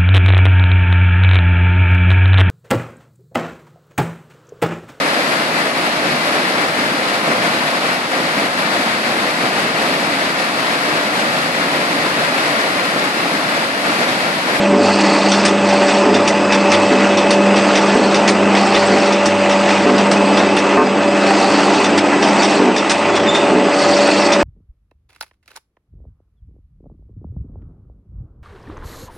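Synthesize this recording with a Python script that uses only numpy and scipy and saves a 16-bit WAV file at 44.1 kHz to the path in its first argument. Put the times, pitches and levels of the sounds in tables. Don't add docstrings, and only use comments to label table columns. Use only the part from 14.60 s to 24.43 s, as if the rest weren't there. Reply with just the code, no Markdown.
import sys
import numpy as np
from scipy import signal
from scipy.fft import rfft, irfft, next_fast_len
from scipy.io import wavfile
from scipy.ndimage import uniform_filter1d, map_coordinates

SR = 44100
rng = np.random.default_rng(int(sys.argv[2]) if len(sys.argv) > 2 else 0)


def master(y):
    cut = np.clip(np.atleast_2d(y).T, -1, 1)
    pcm = np.round(cut * 32767)
    wavfile.write(sys.argv[1], SR, pcm.astype(np.int16))


N = 433503
TIME_S = np.arange(N) / SR
BITE_S, RELEASE_S = 0.1, 0.045

# (time [s], length [s], rasp [dB], knife ring [dB], kernels [dB])
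COB_CUTS = [(0.152, 0.66, -30, -27.5, -37), (0.99, 0.4, -31, -35, -30), (1.988, 0.53, -34, -46, -32),
            (2.923, 0.59, -33, -49, -36), (3.885, 0.61, -33, -32, -24.5), (4.88, .45, -34.5, -41, -40),
            (5.707, 0.21, -42, -53, -39), (6.595, 0.63, -30, -32, -20), (7.579, .38, -29, -43, -23.5),
            (9.093, 0.57, -28, -29, -29)]
# (time [s], level [dB], length [s], hardness above 1 kHz [dB])
COB_DROPS = [(0.123, -12.5, 0.089, -2), (1.456, -11.5, 0.049, 0), (2.313, -10, 0.027, 0),
             (3.351, -8.5, 0.015, -1), (4.301, -15, 0.032, -4), (5.255, -11, 0.057, 3),
             (6.17, -8.5, 0.056, 11), (7.177, -17.5, 0.04, -4), (7.995, -12.5, 0.094, 0),
             (8.901, -14, 0.06, -5)]


def amp(db):
    return 10 ** (np.asarray(db) / 20)


def unit(x):
    return x / np.sqrt(np.mean(x ** 2) + 1e-20)


def curve(points):
    return np.interp(TIME_S, *np.transpose(points))


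def spectrum_db(points, hz):
    points_hz, db = np.transpose(points)
    return np.interp(np.log(hz + 1), np.log(points_hz), db)


def lift_db(resonances, hz):
    return sum(db / (1 + ((hz - centre_hz) * 2 / width_hz) ** 2) for centre_hz, width_hz, db in resonances)


def colour(x, db_at):
    size = next_fast_len(len(x) + 2048)
    gain = amp(db_at(np.fft.rfftfreq(size, 1 / SR)))
    return irfft(rfft(x, size) * gain, size)[:len(x)]


def drift(rate_hz):
    knots = rng.standard_normal(8192)
    coarse = map_coordinates(knots, [TIME_S[::32] * rate_hz], order=3, mode="wrap")
    return unit(coarse)[np.arange(N) // 32]


def add(mix, start_s, sound):
    part = mix[max(round(start_s * SR), 0):][:len(sound)]
    part += sound[:len(part)]


def swell(start_s, length_s, attack_s, release_s):
    t = TIME_S - start_s
    return np.clip(t / attack_s, 0, 1) * np.exp(-np.clip((t - length_s) / release_s, 0, 20))


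def cutting(levels_db, slope_db):
    gain = np.zeros(N)
    for (start_s, length_s, *_), db in zip(COB_CUTS, levels_db):
        progress = np.clip((TIME_S - start_s) / length_s, 0, 1)
        gain += amp(db + slope_db * (progress - .5)) * swell(start_s, length_s, BITE_S, RELEASE_S)
    return gain


def tone(hz, waver_rad, flutter_db):
    phase = 2 * np.pi * (hz * TIME_S + rng.random()) + waver_rad * drift(9)
    return np.sqrt(2) * np.sin(phase) * amp(flutter_db * drift(7))


def clicks(rate_hz, spread_db):
    sizes = amp(spread_db * np.minimum(rng.exponential(1, N), 4))
    return sizes * rng.choice([-1, 1], N) * (rng.random(N) < rate_hz / SR)


def grains(rate_hz, spread_db, t60_s):
    fall = np.exp(-np.log(1e6) / (t60_s * SR))
    energy = signal.lfilter([1], [1, -fall], clicks(rate_hz, spread_db) ** 2 + 1e-12)
    return np.sqrt(energy) * rng.standard_normal(N)


def mottle(x, depth_db, patch_hz, patch_s):
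    hz, t, spectra = signal.stft(x, SR, nperseg=256, noverlap=192)
    field = rng.standard_normal((256, 4096))
    grid = np.meshgrid(hz / patch_hz, t / patch_s, indexing="ij")
    patches = unit(map_coordinates(field, grid, order=1, mode="wrap"))
    return signal.istft(spectra * amp(depth_db * patches), SR, nperseg=256, noverlap=192)[1][:len(x)]


def ring(x, modes):
    t = np.arange(SR // 2) / SR
    response = sum(amp(db - 60 * t / t60_s) * np.cos(2 * np.pi * hz * t) / np.sqrt(t60_s)
                   for hz, db, t60_s in modes)
    radiation = signal.butter(2, modes[0][0] * .8, "highpass", fs=SR, output="sos")
    return signal.oaconvolve(x, signal.sosfilt(radiation, response))[:len(x)]


def reflections(x, t60_s):
    t = np.arange(SR // 5) / SR
    taps = rng.standard_normal(len(t)) * (t > .004) * 1e-3 ** (t / t60_s)
    return signal.oaconvolve(x, taps / np.linalg.norm(taps))[:len(x)]


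def whistles(waver_rad=1.0):
    events = [(1.25, 0.99, 5000, -40), (1.602, 1.65, 2585, -29), (2.8, 0.51, 5000, -41),
              (5.298, 1.9, 2596, -31), (5.35, .85, 5000, -48)]
    out = np.zeros(N)
    for start_s, length_s, hz, db in events:
        envelope = amp(db) * signal.windows.tukey(round(length_s * SR), .5)
        line = np.sqrt(2) * np.sin(2 * np.pi * hz * TIME_S + waver_rad * drift(90))
        add(out, start_s, envelope * line[:len(envelope)])
    return out


def motor(mains_hz=49.92, switch_hz=7934.8, sideband_hz=115.8, hum_trim_db=-2.0):
    hum_orders = [(4, 1), (10, -16)]  # (mains multiple, level [dB])
    hum_levels = [(0, -16), (.4, -19.5), (1.4, -21), (1.62, -24), (2.1, -20), (3.95, -17.5), (4.27, -24),
                  (4.9, -19.5), (5.9, -18.5), (6.25, -20.5), (7.35, -24.5), (7.85, -25), (8.3, -29.5),
                  (8.8, -34.5), (9.3, -26.5), (9.83, -24.5)]
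    whine_db = [-54, -48.5, -47.5, -46.5, -48.5]
    hum = sum(amp(db) * tone(k * mains_hz, waver_rad=0.079, flutter_db=1.8) for k, db in hum_orders)
    core = amp(-43.5) * tone(2 * mains_hz, waver_rad=0.32, flutter_db=4.5)
    lines_hz = switch_hz + sideband_hz * (np.arange(len(whine_db)) - 2)
    whine = sum(amp(db) * tone(hz, waver_rad=.5, flutter_db=2.5) for hz, db in zip(lines_hz, whine_db))
    return hum * amp(curve(hum_levels) + hum_trim_db) + core + whine


def cutter(pitch_hz=288.7, first_trim_db=1.5, second_trim_db=0.77):
    first_levels = [(0.0, -26.5), (4.52, -34), (5.69, -26), (7.64, -22.5), (8.46, -30.5), (8.76, -28),
                    (9.83, -26.5)]
    second_levels = [(0.0, -17.5), (0.22, -12.5), (0.38, -26), (1.15, -19.5), (2.82, -19), (4.05, -27),
                     (4.44, -18), (6.43, -23.5), (6.49, -19.5), (7.42, -33), (8.54, -28.5), (8.65, -21),
                     (8.82, -24.5), (9.42, -15.5), (9.53, -20.5), (9.83, -16)]
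    upper_orders = [(3, -30), (4, -41.5), (6, -42), (9, -41)]  # (harmonic, level [dB])
    first = amp(curve(first_levels) + first_trim_db) * tone(pitch_hz, 0.23, flutter_db=2.2)
    second = amp(curve(second_levels) + second_trim_db) * tone(2 * pitch_hz, 0.13, flutter_db=1.3)
    upper = sum(amp(db) * tone(k * pitch_hz, 0.089, flutter_db=3.7) for k, db in upper_orders)
    return first + second + upper


def housing(split_hz=620, rumble_trim_db=0.18, rattle_db=-18.0, load_db=1.2, unrest_db=0.42):
    drone = [(20, -48), (65, -29.5), (130, -17), (180, -6.5), (320, -2.5), (480, -1.5), (650, -1),
             (950, -3), (1600, -9), (2800, -12), (3600, -19.5), (5200, -24), (7400, -28.5), (9800, -53.5)]
    panels = [(222, 27, 5.5), (245.6, 12, -8), (314.3, 27, 8), (352, 23, 4.5), (400.4, 10.8, 9),
              (457, 7.1, -5), (635, 10, 3), (790, 14, 0), (904, 36, 2.5), (1247, 19, 4.5), (1992, 44, 6.5),
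              (2502, 78, 5), (2680, 120, 4), (2890, 22, 0.5), (3500, 52, 3), (4920, 61, 10.5)]
    rumble_levels = [(0, -18.3), (2.5, -17.5), (3.7, -16), (4.4, -17.5), (4.85, -20), (5.4, -16.5),
                     (6.45, -17.5), (7.3, -16), (8.1, -16), (8.32, -21), (8.55, -14.8), (9.3, -18),
                     (9.83, -16.5)]

    def steel_db(hz):
        return spectrum_db(drone, hz) + lift_db(panels, hz)

    def low_share(hz):
        return 1 / (1 + (hz / split_hz) ** 4)

    rumble = colour(rng.standard_normal(N), lambda hz: steel_db(hz) + 10 * np.log10(low_share(hz)))
    links = grains(rate_hz=2200, spread_db=2.0, t60_s=0.046)
    links = mottle(links, depth_db=1.5, patch_hz=308, patch_s=.028)
    rattle = colour(links, lambda hz: steel_db(hz) + 10 * np.log10(1 - low_share(hz) + 1e-9))
    load = sum(swell(start_s, length_s, BITE_S, release_s=0.09) for start_s, length_s, *_ in COB_CUTS)
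    rattle_gain = amp(rattle_db + load_db * load + unrest_db * drift(12))
    return unit(rumble) * amp(curve(rumble_levels) + rumble_trim_db) + unit(rattle) * rattle_gain


def squeaks(jitter=0.011, octave_db=-15, echo_gain=0.7):
    events = [(8.505, 0.074, 3390, -28.5), (8.664, 0.038, 3620, -15.5), (8.72, .04, 3586, -20)]  # (time [s], length [s], pitch [Hz], level [dB])
    slip = np.zeros(N)
    warped_s = np.cumsum(1 + jitter * drift(190)) / SR
    shake = amp(2 * drift(130))
    for start_s, length_s, hz, db in events:
        phase = 2 * np.pi * hz * warped_s
        envelope = amp(db) * shake * swell(start_s, length_s, attack_s=0.026, release_s=0.014)
        slip += (np.sin(phase) + amp(octave_db) * np.sin(2 * phase)) * envelope
    return slip + echo_gain * reflections(slip, t60_s=0.66)


def knife_rasp(idle_db=-36, trim_db=3.5):
    rasp = [(300, -17), (900, 0.5), (1700, -5), (2600, -4.5), (3700, -2.5), (4150, -1.5), (4520, 3.5),
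            (4950, -3.5), (5400, -1.5), (7000, -9.5), (8500, -6.5), (9800, -38)]
    snaps = grains(rate_hz=790, spread_db=1, t60_s=0.077)
    snaps = mottle(snaps, depth_db=3.5, patch_hz=465, patch_s=.012)
    bite = cutting([cut[2] for cut in COB_CUTS], slope_db=2.0) * amp(trim_db)
    return unit(colour(snaps, lambda hz: spectrum_db(rasp, hz))) * np.hypot(bite, amp(idle_db))


def knife_ring():
    modes = [(4360, -2, .018), (4510, 1, .022), (4680, -2, .018), (4880, -5, .012)]  # (frequency [Hz], energy [dB], t60 [s])
    contact = cutting([cut[3] for cut in COB_CUTS], slope_db=-5.5)
    return unit(ring(clicks(rate_hz=400, spread_db=0.5), modes)) * contact


def kernels(trickle_db=-38):
    chute_modes = [(689, 6, 0.15), (784.4, 14, 0.12), (865, -0.5, 0.078), (1130, -4.5, 0.058),
                   (1870, -2.5, 0.032)]
    pour = cutting([cut[4] for cut in COB_CUTS], slope_db=-10) + amp(trickle_db)
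    return unit(ring(clicks(rate_hz=490, spread_db=7.5), chute_modes)) * pour


def knocks(trim_db=-7, hardness_weight=.7, fade_s=0.036):
    wood = [(40, -22), (150, -9.5), (450, 3), (1100, -4.5), (1700, -5.5), (2600, -21.5), (6000, -46)]  # (frequency [Hz], density [dB])
    out, t = np.zeros(N), np.arange(SR // 8) / SR
    for start_s, db, _, hard_db in COB_DROPS:
        knock = unit(colour(rng.standard_normal(len(t)), lambda hz: spectrum_db(wood, hz)))
        add(out, start_s, amp(db + trim_db + hardness_weight * hard_db) * knock * np.exp(-t / fade_s))
    return out


def thuds(rise_s=0.0039, wobble_db=2, detune=0.0072, trim_db=2.5):
    outlet_modes = [(194.2, -2.5, 0.31), (250, 0.5, 0.55), (303, 0.5, 0.19), (324, -29.5, .15),
                    (386, -1, 0.27), (426.5, -11.5, 0.087), (431, 0, 0.57), (720, -6.5, 0.18),
                    (882, -8, 0.053), (1060, -12, 0.089), (1203, -15, .05), (1546, -15.5, .12)]
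    out, t = np.zeros(N), np.arange(SR // 2) / SR
    tumble = drift(45)
    for start_s, db, length_s, hard_db in COB_DROPS:
        sound = np.zeros(len(t))
        for hz, mode_db, t60_s in outlet_modes:
            hard_share = np.clip(hz / 500 - 1, 0, 1)
            bumps = tumble[rng.integers(N - len(t)):][:len(t)]
            decay_db = 60 * np.maximum(t - length_s, 0) / t60_s
            envelope = amp(mode_db + hard_share * hard_db + wobble_db * bumps - decay_db)
            sound += envelope * np.sin(2 * np.pi * (hz * rng.normal(1, detune) * t + rng.random()))
        sound *= np.minimum(t / rise_s, 1)
        add(out, start_s, amp(db + trim_db) * sound * np.sqrt(length_s * SR) / np.linalg.norm(sound))
    return out


def clack(crackle, length_s, mid_db, top_db, ringing, rise_s=0.00051, fade_s=0.016, tail_t60_s=0.7):
    crack = [(300, -11.5), (1200, -2.5), (1900, 2.5), (3000, -1.5), (4200, -4), (5500, -4.5), (7500, -14.5),
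             (8800, -12.5), (9800, -25.5)]
    resonances = [(2600, 280, 6.5), (3560, 240, 13), (4850, 250, 4), (5720, 300, 10), (6350, 200, 5)]
    t = np.arange(SR // 5) / SR
    after_s = np.maximum(t - length_s, 0)
    snap = 0.55 * np.exp(-t / 0.0084)
    chatter = np.exp(-after_s / fade_s)
    tail = amp(-18 - 60 * after_s / tail_t60_s)
    envelope = np.minimum(t / rise_s, 1) * (snap + chatter + tail)
    burst = crackle[rng.integers(N - len(t)):][:len(t)] * envelope
    tilt = [(2000, mid_db), (4200, 0), (8000, top_db)]
    sound = colour(burst, lambda hz: spectrum_db(crack, hz) + spectrum_db(tilt, hz)
                   + ringing * lift_db(resonances, hz))
    return sound * np.sqrt(length_s * SR) / np.linalg.norm(sound)


def rollers(pull_chatter_s=.028, trim_db=1.0):
    # (time [s], feed level [dB], feed chatter [s], travel [s], pull-out level [dB])
    tails = [(.718, -13, 0.019, .37, -21.5), (1.542, -15.5, .016, .381, -14.5),
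             (2.573, -16.5, 0.02, .386, -17.5), (3.544, -13.5, 0.019, .406, -17),
             (4.524, -16.5, .012, .371, -19), (5.381, -15, 0.01, .39, -18.5), (6.433, -27, .008, 0.36, -26),
             (7.243, -14, 0.011, .382, -17.5), (8.163, -14.5, 0.022, .39, -18.5),
             (9.72, -13, 0.019, .39, -18)]
    # (delay [s], level change [dB], mids [dB], top [dB], ringing [factor])
    feed_pair = [(0, -3, -4, -2, 0.9), (.133, 0, -2, 3.5, 0.34)]
    pull_pair = [(0, -1, 2.5, -1.3, 0.69), (.195, 0.35, 3, 1, 0.63)]
    out = np.zeros(N)
    crackle = grains(rate_hz=2500, spread_db=1.0, t60_s=0.027)
    crackle = mottle(crackle, depth_db=2.5, patch_hz=407, patch_s=.012)
    for exit_s, feed_db, feed_chatter_s, travel_s, pull_db in tails:
        stages = [(feed_pair, exit_s, feed_db, feed_chatter_s),
                  (pull_pair, exit_s + travel_s, pull_db, pull_chatter_s)]
        for pair, start_s, db, length_s in stages:
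            for delay_s, change_db, *timbre in pair:
                add(out, start_s + delay_s, amp(db + change_db) * clack(crackle, length_s, *timbre))
    return out * amp(trim_db)


def scene():
    width = [(60, -7), (200, -27.5), (700, -23.5), (1400, -18.5), (3000, -20), (6000, -14.5), (9000, -15)]  # (frequency [Hz], side minus mid [dB])
    machine = motor() + cutter() + housing() + whistles()
    corn = knife_rasp() + knife_ring() + kernels() + rollers() + knocks() + thuds() + squeaks()
    mid = machine + corn
    side = colour(reflections(mid, t60_s=0.081), lambda hz: spectrum_db(width, hz))
    return np.array([mid + side, mid - side]) * amp([[-.15], [.15]])


def record(dry, threshold_db=-9.5, squeeze=0.92, recovery_db_per_s=22, edge_hz=9800):
    power_db = 10 * np.log10(abs(uniform_filter1d((dry ** 2).mean(0), size=900)) + 1e-12)
    recovery_db = TIME_S * recovery_db_per_s
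    held_db = np.maximum.accumulate(power_db + recovery_db) - recovery_db
    over_db = np.maximum(held_db - threshold_db, 0)
    ducked = dry / amp(squeeze * uniform_filter1d(over_db, size=200))
    rounded = ducked / (1 + (ducked / .95) ** 8) ** (1 / 8)
    lowpass = signal.firwin(511, edge_hz, window=("kaiser", 9), fs=SR)
    return signal.oaconvolve(rounded, lowpass[None], "same")


dry = scene()
out = record(dry)
master(out)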